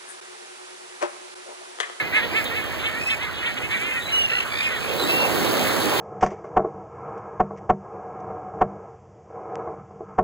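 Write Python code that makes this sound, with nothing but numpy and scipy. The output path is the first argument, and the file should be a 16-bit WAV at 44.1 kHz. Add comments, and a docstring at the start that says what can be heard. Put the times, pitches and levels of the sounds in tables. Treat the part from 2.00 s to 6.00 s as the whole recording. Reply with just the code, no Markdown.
"""A seabird colony on offshore rocks. From the start, water laps on the stony shore under a distant
chatter, while gulls yelp hoarsely and mew nasally, their harmonics shaped by throat and bill. Thin
whistles join in, two drips tick on the stones, and a treble hiss swells with the calls. After two
seconds come fast, rattling trills; at three a wave breaks into a foam of ringing bubbles, and the
hiss rises as spray. Throughout, the right microphone is inverted and slightly late."""
import sys
import numpy as np
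from scipy import signal
from scipy.fft import rfft, irfft, next_fast_len
from scipy.io import wavfile

SR = 44100
rng = np.random.default_rng(int(sys.argv[2]) if len(sys.argv) > 2 else 0)


def store_wav(level_fs):
    """Save 16-bit WAV to argv[1]."""
    pcm = np.round(np.clip(np.atleast_2d(level_fs), -1, 1) * 32767)
    wavfile.write(sys.argv[1], SR, pcm.T.astype(np.int16))


N = 176400
TIME = np.arange(N) / SR
FADE_S, JITTER_HZ = .022, 250
MEW_ARCH, MEW_FOCUS = .075, 1.3


def from_db(db):
    """Amplitude grows tenfold for every 20 dB."""
    return 10 ** (np.asarray(db) / 20)


def unit_rms(x):
    """Dividing by the rms gives unit mean power."""
    return x / np.sqrt(np.mean(x ** 2) + 1e-20)


def in_time(rows):
    """Linear interpolation gives a control value at every sample."""
    return np.interp(TIME, *np.transpose(rows))


def at_hz(rows, hz):
    """Interpolation on a logarithmic frequency axis reads a spectrum."""
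    row_hz, values = np.transpose(rows)
    return np.interp(np.log(hz + 1e-9), np.log(row_hz), values)


def drift(rate_hz, size):
    """Interpolated noise wanders smoothly, mostly below the given rate."""
    position = np.arange(size) * 2 * rate_hz / SR
    knots = rng.standard_normal(size // 8 + 2)
    return np.interp(position, np.arange(len(knots)), knots)


def add(out, start_s, sound):
    """Superposition: a sound adds to the mix from its start time."""
    i = int(start_s * SR)
    a, b = max(i, 0), min(i + len(sound), N)
    if b > a:
        out[a:b] += sound[a - i:b - i]


def surging_noise(spectrum, surge_db, bands=19):
    """Partly coherent stereo noise in half-octave bands, each with a random amplitude modulation."""
    # Each row: frequency in Hz, coherence of the two microphones from 0 to 1.
    coherence = [(60, .98), (400, .52), (800, .6), (1400, .85)]
    out, common_surge = 0, drift(4, N)
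    edges = np.geomspace(25, 18000, bands + 1)
    white = rng.standard_normal((2, 2, N))
    for k, (low, high) in enumerate(zip(edges, edges[1:])):
        band = signal.butter(2, [low, high], "band", fs=SR, output="sos")
        mid, side = signal.sosfilt(band, white[k % 2])
        hz = np.sqrt(low * high)
        alike = at_hz(coherence, hz)
        gain = from_db(at_hz(spectrum, hz) + surge_db * (.27 * common_surge + drift(14, N)))
        out = out + gain * (np.sqrt(1 + alike) * mid + np.sqrt(1 - alike) * side * [[1], [-1]])
    return unit_rms(out)


def pops(per_s, low_hz, high_hz, cycles, count=22):
    """Random impulses excite damped resonators, which decay by 60 dB in the given number of cycles."""
    born = rng.random(N) < per_s / SR
    size_db = 3.8 * np.minimum(rng.exponential(1, N), 4)
    impulses = born * from_db(size_db) * rng.choice([-1, 1], N)
    resonator, out = rng.integers(0, count, N), 0
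    for k, hz in enumerate(np.geomspace(low_hz, high_hz, count)):
        r, w = from_db(-60 * hz / (cycles * SR)), 2 * np.pi * hz / SR  # pole radius and angle
        drive = impulses * (resonator == k) + 1e-18
        out = out + signal.lfilter([np.sin(w), -np.sin(w)], [1, -2 * r * np.cos(w), r * r], drive) / w
    return unit_rms(out)


def lapping():
    """Water moving on the stony shore radiates steady broadband noise."""
    # Each row: frequency in Hz, relative spectral density in dB.
    spectrum = [(30, 4), (65, 5), (150, -3.5), (400, -2), (800, -4.5), (2400, -2), (4000, -15), (5500, -58),
                (15000, -28)]
    return from_db(-32) * surging_noise(spectrum, surge_db=3)


def breaker():
    """A wash ebbs, then a wave breaks: broadband noise and the resonance of foam bubbles swell as one."""
    # Each row: frequency in Hz, relative spectral density in dB.
    spectrum = [(30, -31), (80, -7), (350, 4.5), (600, 0.5), (1200, -5), (4000, -10), (6000, -31),
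                (15000, -17.5)]
    # Each row: time in seconds, gain of the wave in dB.
    swell = [(0, -35), (.4, -33), (1.0, -38.5), (1.35, -54), (2.4, -52), (2.88, -32), (3.05, -24.5),
             (3.3, -22.5), (3.6, -23), (3.9, -21)]
    mid, side = [pops(per_s=900, low_hz=390, high_hz=3900, cycles=7) for _ in range(2)]
    foam = from_db(-9.5) * (mid + .5 * side * [[1], [-1]])
    return from_db(in_time(swell)) * (surging_noise(spectrum, surge_db=2.5) + foam)


def treble_hiss():
    """Amplitude-shaped hiss swells with the gull calls, then rises as spray when the wave breaks."""
    # Each row: frequency in Hz, relative spectral density in dB.
    spectrum = [(2000, 24.5), (4000, -15), (8500, 24.5), (11000, -20), (14000, -17)]
    # Each row: time in seconds, relative level in dB.
    swell = [(0, -49.5), (1.12, -42), (1.35, -48), (1.7, -41.5), (2.8, -40.5), (3.07, -37), (3.55, -31.5),
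             (4, -32.5)]
    crackle = from_db(-1) * pops(per_s=1500, low_hz=4150, high_hz=15500, cycles=3)
    hiss = surging_noise(spectrum, surge_db=1.5)
    return from_db(in_time(swell) - 2) * (hiss + crackle)


def drips():
    """A brief impact has a wide spectrum: each drip on stone is a bright, fast-decaying noise burst."""
    # Each row: start in seconds, relative level in dB.
    impacts = [(0.4425, -12.5), (0.6417, -23)]
    out, t = np.zeros(N), TIME[:SR // 30]
    for start, db in impacts:
        add(out, start, from_db(db) / 2 * rng.standard_normal(len(t)) * np.exp(-t / .0017))
    return signal.sosfilt(signal.butter(2, [5500, 14000], "band", fs=SR, output="sos"), out + 1e-18)


def rock_echoes(sound, t60_s=.25, cutoff_hz=7300):
    """Scattering from rocks and water acts as convolution with a dull, exponentially decaying tail."""
    t = TIME[:SR // 2]
    tail = rng.standard_normal(len(t)) * from_db(-60 * t / t60_s) * (t > .004)
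    tail = signal.sosfilt(signal.butter(2, cutoff_hz, fs=SR, output="sos"), tail)
    return from_db(-16) * signal.fftconvolve(sound, tail / np.sqrt(np.sum(tail ** 2)))[:N]


def contour(length, hz, glide, arch=0):
    """Time, pitch and envelope of a call: a parabolic arch on a glide from 1 - glide to 1 + glide."""
    t = np.arange(int(length * SR)) / SR
    u = 2 * t / length - 1
    fade = np.clip(np.minimum(t, length - t) / FADE_S, 0, 1)
    return t, hz * (1 + glide * u - arch * u ** 2), np.sin(np.pi / 2 * fade) ** 2


def tone(pitch, harmonics_db):
    """A harmonic series: every partial runs at a whole multiple of one phase."""
    phase = 2 * np.pi * np.cumsum(pitch) / SR
    return unit_rms(sum(from_db(db) * np.sin((k + 1) * phase) for k, db in enumerate(harmonics_db)))


def gull_voice(pitch, throat_hz, rough, focus=1):
    """Source and filter: jittered harmonics pass the bill and a throat resonance that focus narrows."""
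    # Each row: frequency as a multiple of the throat resonance, gain in dB.
    throat = [(.3, -26), (.56, -11), (.8, -1), (1, 4), (1.2, -2), (1.6, -14), (2.15, -9), (2.8, -15)]
    # Each row: frequency in Hz, gain of the bill in dB.
    bill = [(1300, 4), (2200, 5), (3900, 2.5), (4800, -17), (7000, -15), (9700, -10)]
    out, size = 0, len(pitch)
    jitter = 1 + .012 * rough * drift(JITTER_HZ, size)
    half_phase = np.pi * np.cumsum(pitch * jitter) / SR
    for k in range(2, 46):
        hz = k / 2 * pitch
        gain = from_db(focus * at_hz(throat, hz / throat_hz) + at_hz(bill, hz))
        if k % 2:  # period doubling puts partials between the harmonics
            gain *= .42 * rough
        offset = rng.uniform(0, 2 * np.pi)
        rasp = .42 * rough * drift(100, size)
        out = out + gain * np.sin(k * half_phase + offset + rasp)
    return unit_rms(out)


def chatter(per_s=18):
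    """Faint mews from the rest of the colony superpose at random times."""
    out = np.zeros(N)
    for when, long, high, bright, rise in rng.random((int(per_s * N / SR), 5)):
        _, pitch, envelope = contour(.055 * (1 + long), 360 + 160 * high, (rise - .5) / 10, MEW_ARCH)
        voice = gull_voice(pitch, throat_hz=1850 * 2 ** bright, rough=.15, focus=MEW_FOCUS)
        add(out, when * N / SR, from_db(-38) * envelope * voice)
    return out


def mews():
    """A narrow, fixed formant makes the cleaner, arching calls of farther gulls sound nasal."""
    # Each row: start and length in seconds, central pitch in Hz, glide as a share of the pitch,
    # throat resonance in Hz, level in dB.
    calls = [(0.021, 0.075, 417, 0.052, 2230, -30.5), (.205, 0.062, 474, 0.043, 1900, -28),
             (.215, 0.051, 425, .03, 3500, -31.5), (0.44, 0.048, 463, 0.064, 3680, -29.5),
             (0.491, 0.065, 466, .06, 1900, -32), (.7, 0.071, 451, .04, 2020, -38),
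             (0.93, 0.081, 467, .06, 1980, -30), (1.202, 0.062, 420, 0.039, 3520, -34),
             (1.25, 0.065, 515, -0.055, 2040, -35), (1.358, 0.095, 426, .01, 2880, -33),
             (1.41, .12, 482, 0.0035, 2040, -31), (1.562, 0.038, 421, 0, 3000, -27),
             (1.61, 0.069, 430, .04, 2500, -28.5), (1.697, 0.046, 440, 0.039, 3400, -31.5),
             (1.783, .16, 349.4, 0.059, 2320, -28.5), (1.904, 0.097, 520, -.03, 2450, -27),
             (1.934, 0.086, 472, 0.044, 1840, -29.5), (2.057, 0.15, 419, -0.055, 2270, -35.5),
             (2.302, .09, 482, 0.089, 1820, -29), (2.698, 0.082, 486, .03, 1990, -36),
             (2.696, .1, 482, -0.106, 1850, -34.5)]
    out = np.zeros(N)
    for start, length, hz, glide, throat_hz, db in calls:
        _, pitch, envelope = contour(length, hz, glide, MEW_ARCH)
        add(out, start, from_db(db) * envelope * gull_voice(pitch, throat_hz, rough=.2, focus=MEW_FOCUS))
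    return out


def whistles(quaver_hz=85, droop_s=.011):
    """Piping notes with thin overtones quaver by joint amplitude and frequency modulation."""
    # Each row: start and length in seconds, central pitch in Hz, glide as a share of the pitch,
    # level in dB, first overtone in dB relative to the fundamental, depth of quaver.
    calls = [(0.297, 0.14, 2446, 0.022, -34, -12, 0.13), (0.988, 0.068, 2530, 0.023, -29, -17, 1),
             (1.049, .11, 2590, -0.0027, -25, -17.5, 0.36), (1.997, 0.193, 3925, 0.023, -36.5, -18, 0.83),
             (2.113, 0.16, 2895, -0.021, -20, -20.5, 0.088), (2.593, 0.11, 2480, .02, -28, -15, 0.73),
             (2.975, .07, 4010, 0.0045, -30, -9, 0.87), (3.026, 0.1, 3950, .015, -35, -10, 1.2),
             (3.013, 0.054, 3760, 0.021, -33, -6, 1), (3.076, 0.2, 2717, 0.0052, -22.5, -21, .08)]
    out = np.zeros(N)
    for start, length, hz, glide, db, overtone_db, depth in calls:
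        t, pitch, envelope = contour(length, hz, glide)
        quaver = depth * (np.sin(2 * np.pi * quaver_hz * t) + drift(quaver_hz, len(t))) / 2
        droop = .09 * np.exp(-np.minimum(t, length - t) / droop_s)  # the pitch sags at both ends
        voice = tone(pitch * (1 - droop + .028 * quaver), [0, *(overtone_db - 6 * np.arange(5))])
        add(out, start, from_db(db) * envelope * (1 + quaver) * voice)
    return out


def trills(chirps_per_s=58):
    """Deep amplitude modulation chops a harsh note, strongest in harmonic two, into rising chirps."""
    # Each row: start and length in seconds, pitch in Hz, level in dB,
    # third harmonic in dB relative to the second.
    calls = [(2.277, .148, 1380, -23.5, -17), (2.497, .13, 1185, -27.5, -6), (2.803, .15, 1250, -32, -15)]
    out = np.zeros(N)
    for start, length, hz, db, third_db in calls:
        t, pitch, envelope = contour(length, hz, glide=.03)
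        chirp_phase = np.pi * chirps_per_s * t + drift(chirps_per_s / 2, len(t)) / 4
        rasp = 1 + .4 * drift(600, len(t))
        bend = 1 - .035 * np.sin(2 * chirp_phase) + .028 * drift(JITTER_HZ, len(t))
        voice = tone(pitch * bend, [-17, 0, *(third_db - 6 * np.arange(4) ** 2)])
        add(out, start, from_db(db) * envelope * unit_rms(np.sin(chirp_phase) ** 2 * rasp * voice))
    return out


def yelps(shut_hz=1950):
    """A moving formant: as the bill opens and shuts, resonance, pitch and level rise and fall."""
    # Each row: midpoint and length in seconds, pitch in Hz, throat resonance with the bill wide open
    # in Hz, level at the midpoint in dB, roughness from 0 to 1.
    calls = [(.005, .067, 431, 2170, -21.5, .5), (.169, .105, 432, 2350, -16.3, .8),
             (.376, .1, 445, 2600, -19, .55), (.577, .093, 442, 2600, -24.5, .6),
             (.868, .091, 451, 3100, -23, .65), (1.115, .079, 449, 3400, -22.5, .55),
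             (1.235, .11, 427, 2400, -27.5, .9), (1.473, .1, 457, 3120, -24, .8),
             (1.744, .12, 388, 2400, -23.5, 1), (2.655, .18, 308, 2900, -25.5, .6)]
    out = np.zeros(N)
    for midpoint, length, hz, open_hz, db, rough in calls:
        u = np.linspace(-1, 1, int(length * SR))
        opening = np.exp(-.5 * ((u + .13) / .22) ** 2)
        throat_hz = shut_hz + (open_hz - shut_hz) * opening
        pitch = hz * (1 + .03 * u - .17 * u ** 2)
        envelope = from_db(db - 19 * u ** 2) * signal.windows.tukey(len(u), .2)
        add(out, midpoint - length / 2, envelope * gull_voice(pitch, throat_hz, rough))
    return out


def scene():
    """The sources superpose: birds and their echoes straight ahead, the sea all around."""
    birds = yelps() + mews() + chatter() + whistles() + trills()
    return birds + rock_echoes(birds) + lapping() + breaker() + treble_hiss() + drips()


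def record(dry, lag_s=.000362, cutoff_hz=15700):
    """Linear filtering leaves the right channel inverted, late and louder, and cuts the top of both."""
    # Each row: frequency in Hz, extra phase lag of the right channel in radians.
    right_phase = [(40, 0.027), (125, 0.65), (250, 0.56), (500, 1.28), (1000, 0.51), (1500, 0.12)]
    # Each row: frequency in Hz, level of the right channel over the left in dB.
    right_gain = [(50, 1.3), (200, 5.4), (2500, 2), (10000, .7)]
    size = next_fast_len(N + SR // 10)
    hz = np.arange(size // 2 + 1) * SR / size
    left, right = rfft(dry, size)
    tilt = from_db(at_hz(right_gain, hz) / 2)
    delay = np.exp(-1j * (2 * np.pi * hz * lag_s + at_hz(right_phase, hz)))
    lowpass = 1 / np.sqrt(1 + (hz / cutoff_hz) ** 200)
    return irfft(np.array([left / tilt, -right * tilt * delay]) * lowpass, size)[:, :N]


dry = scene()
out = record(dry)
store_wav(out)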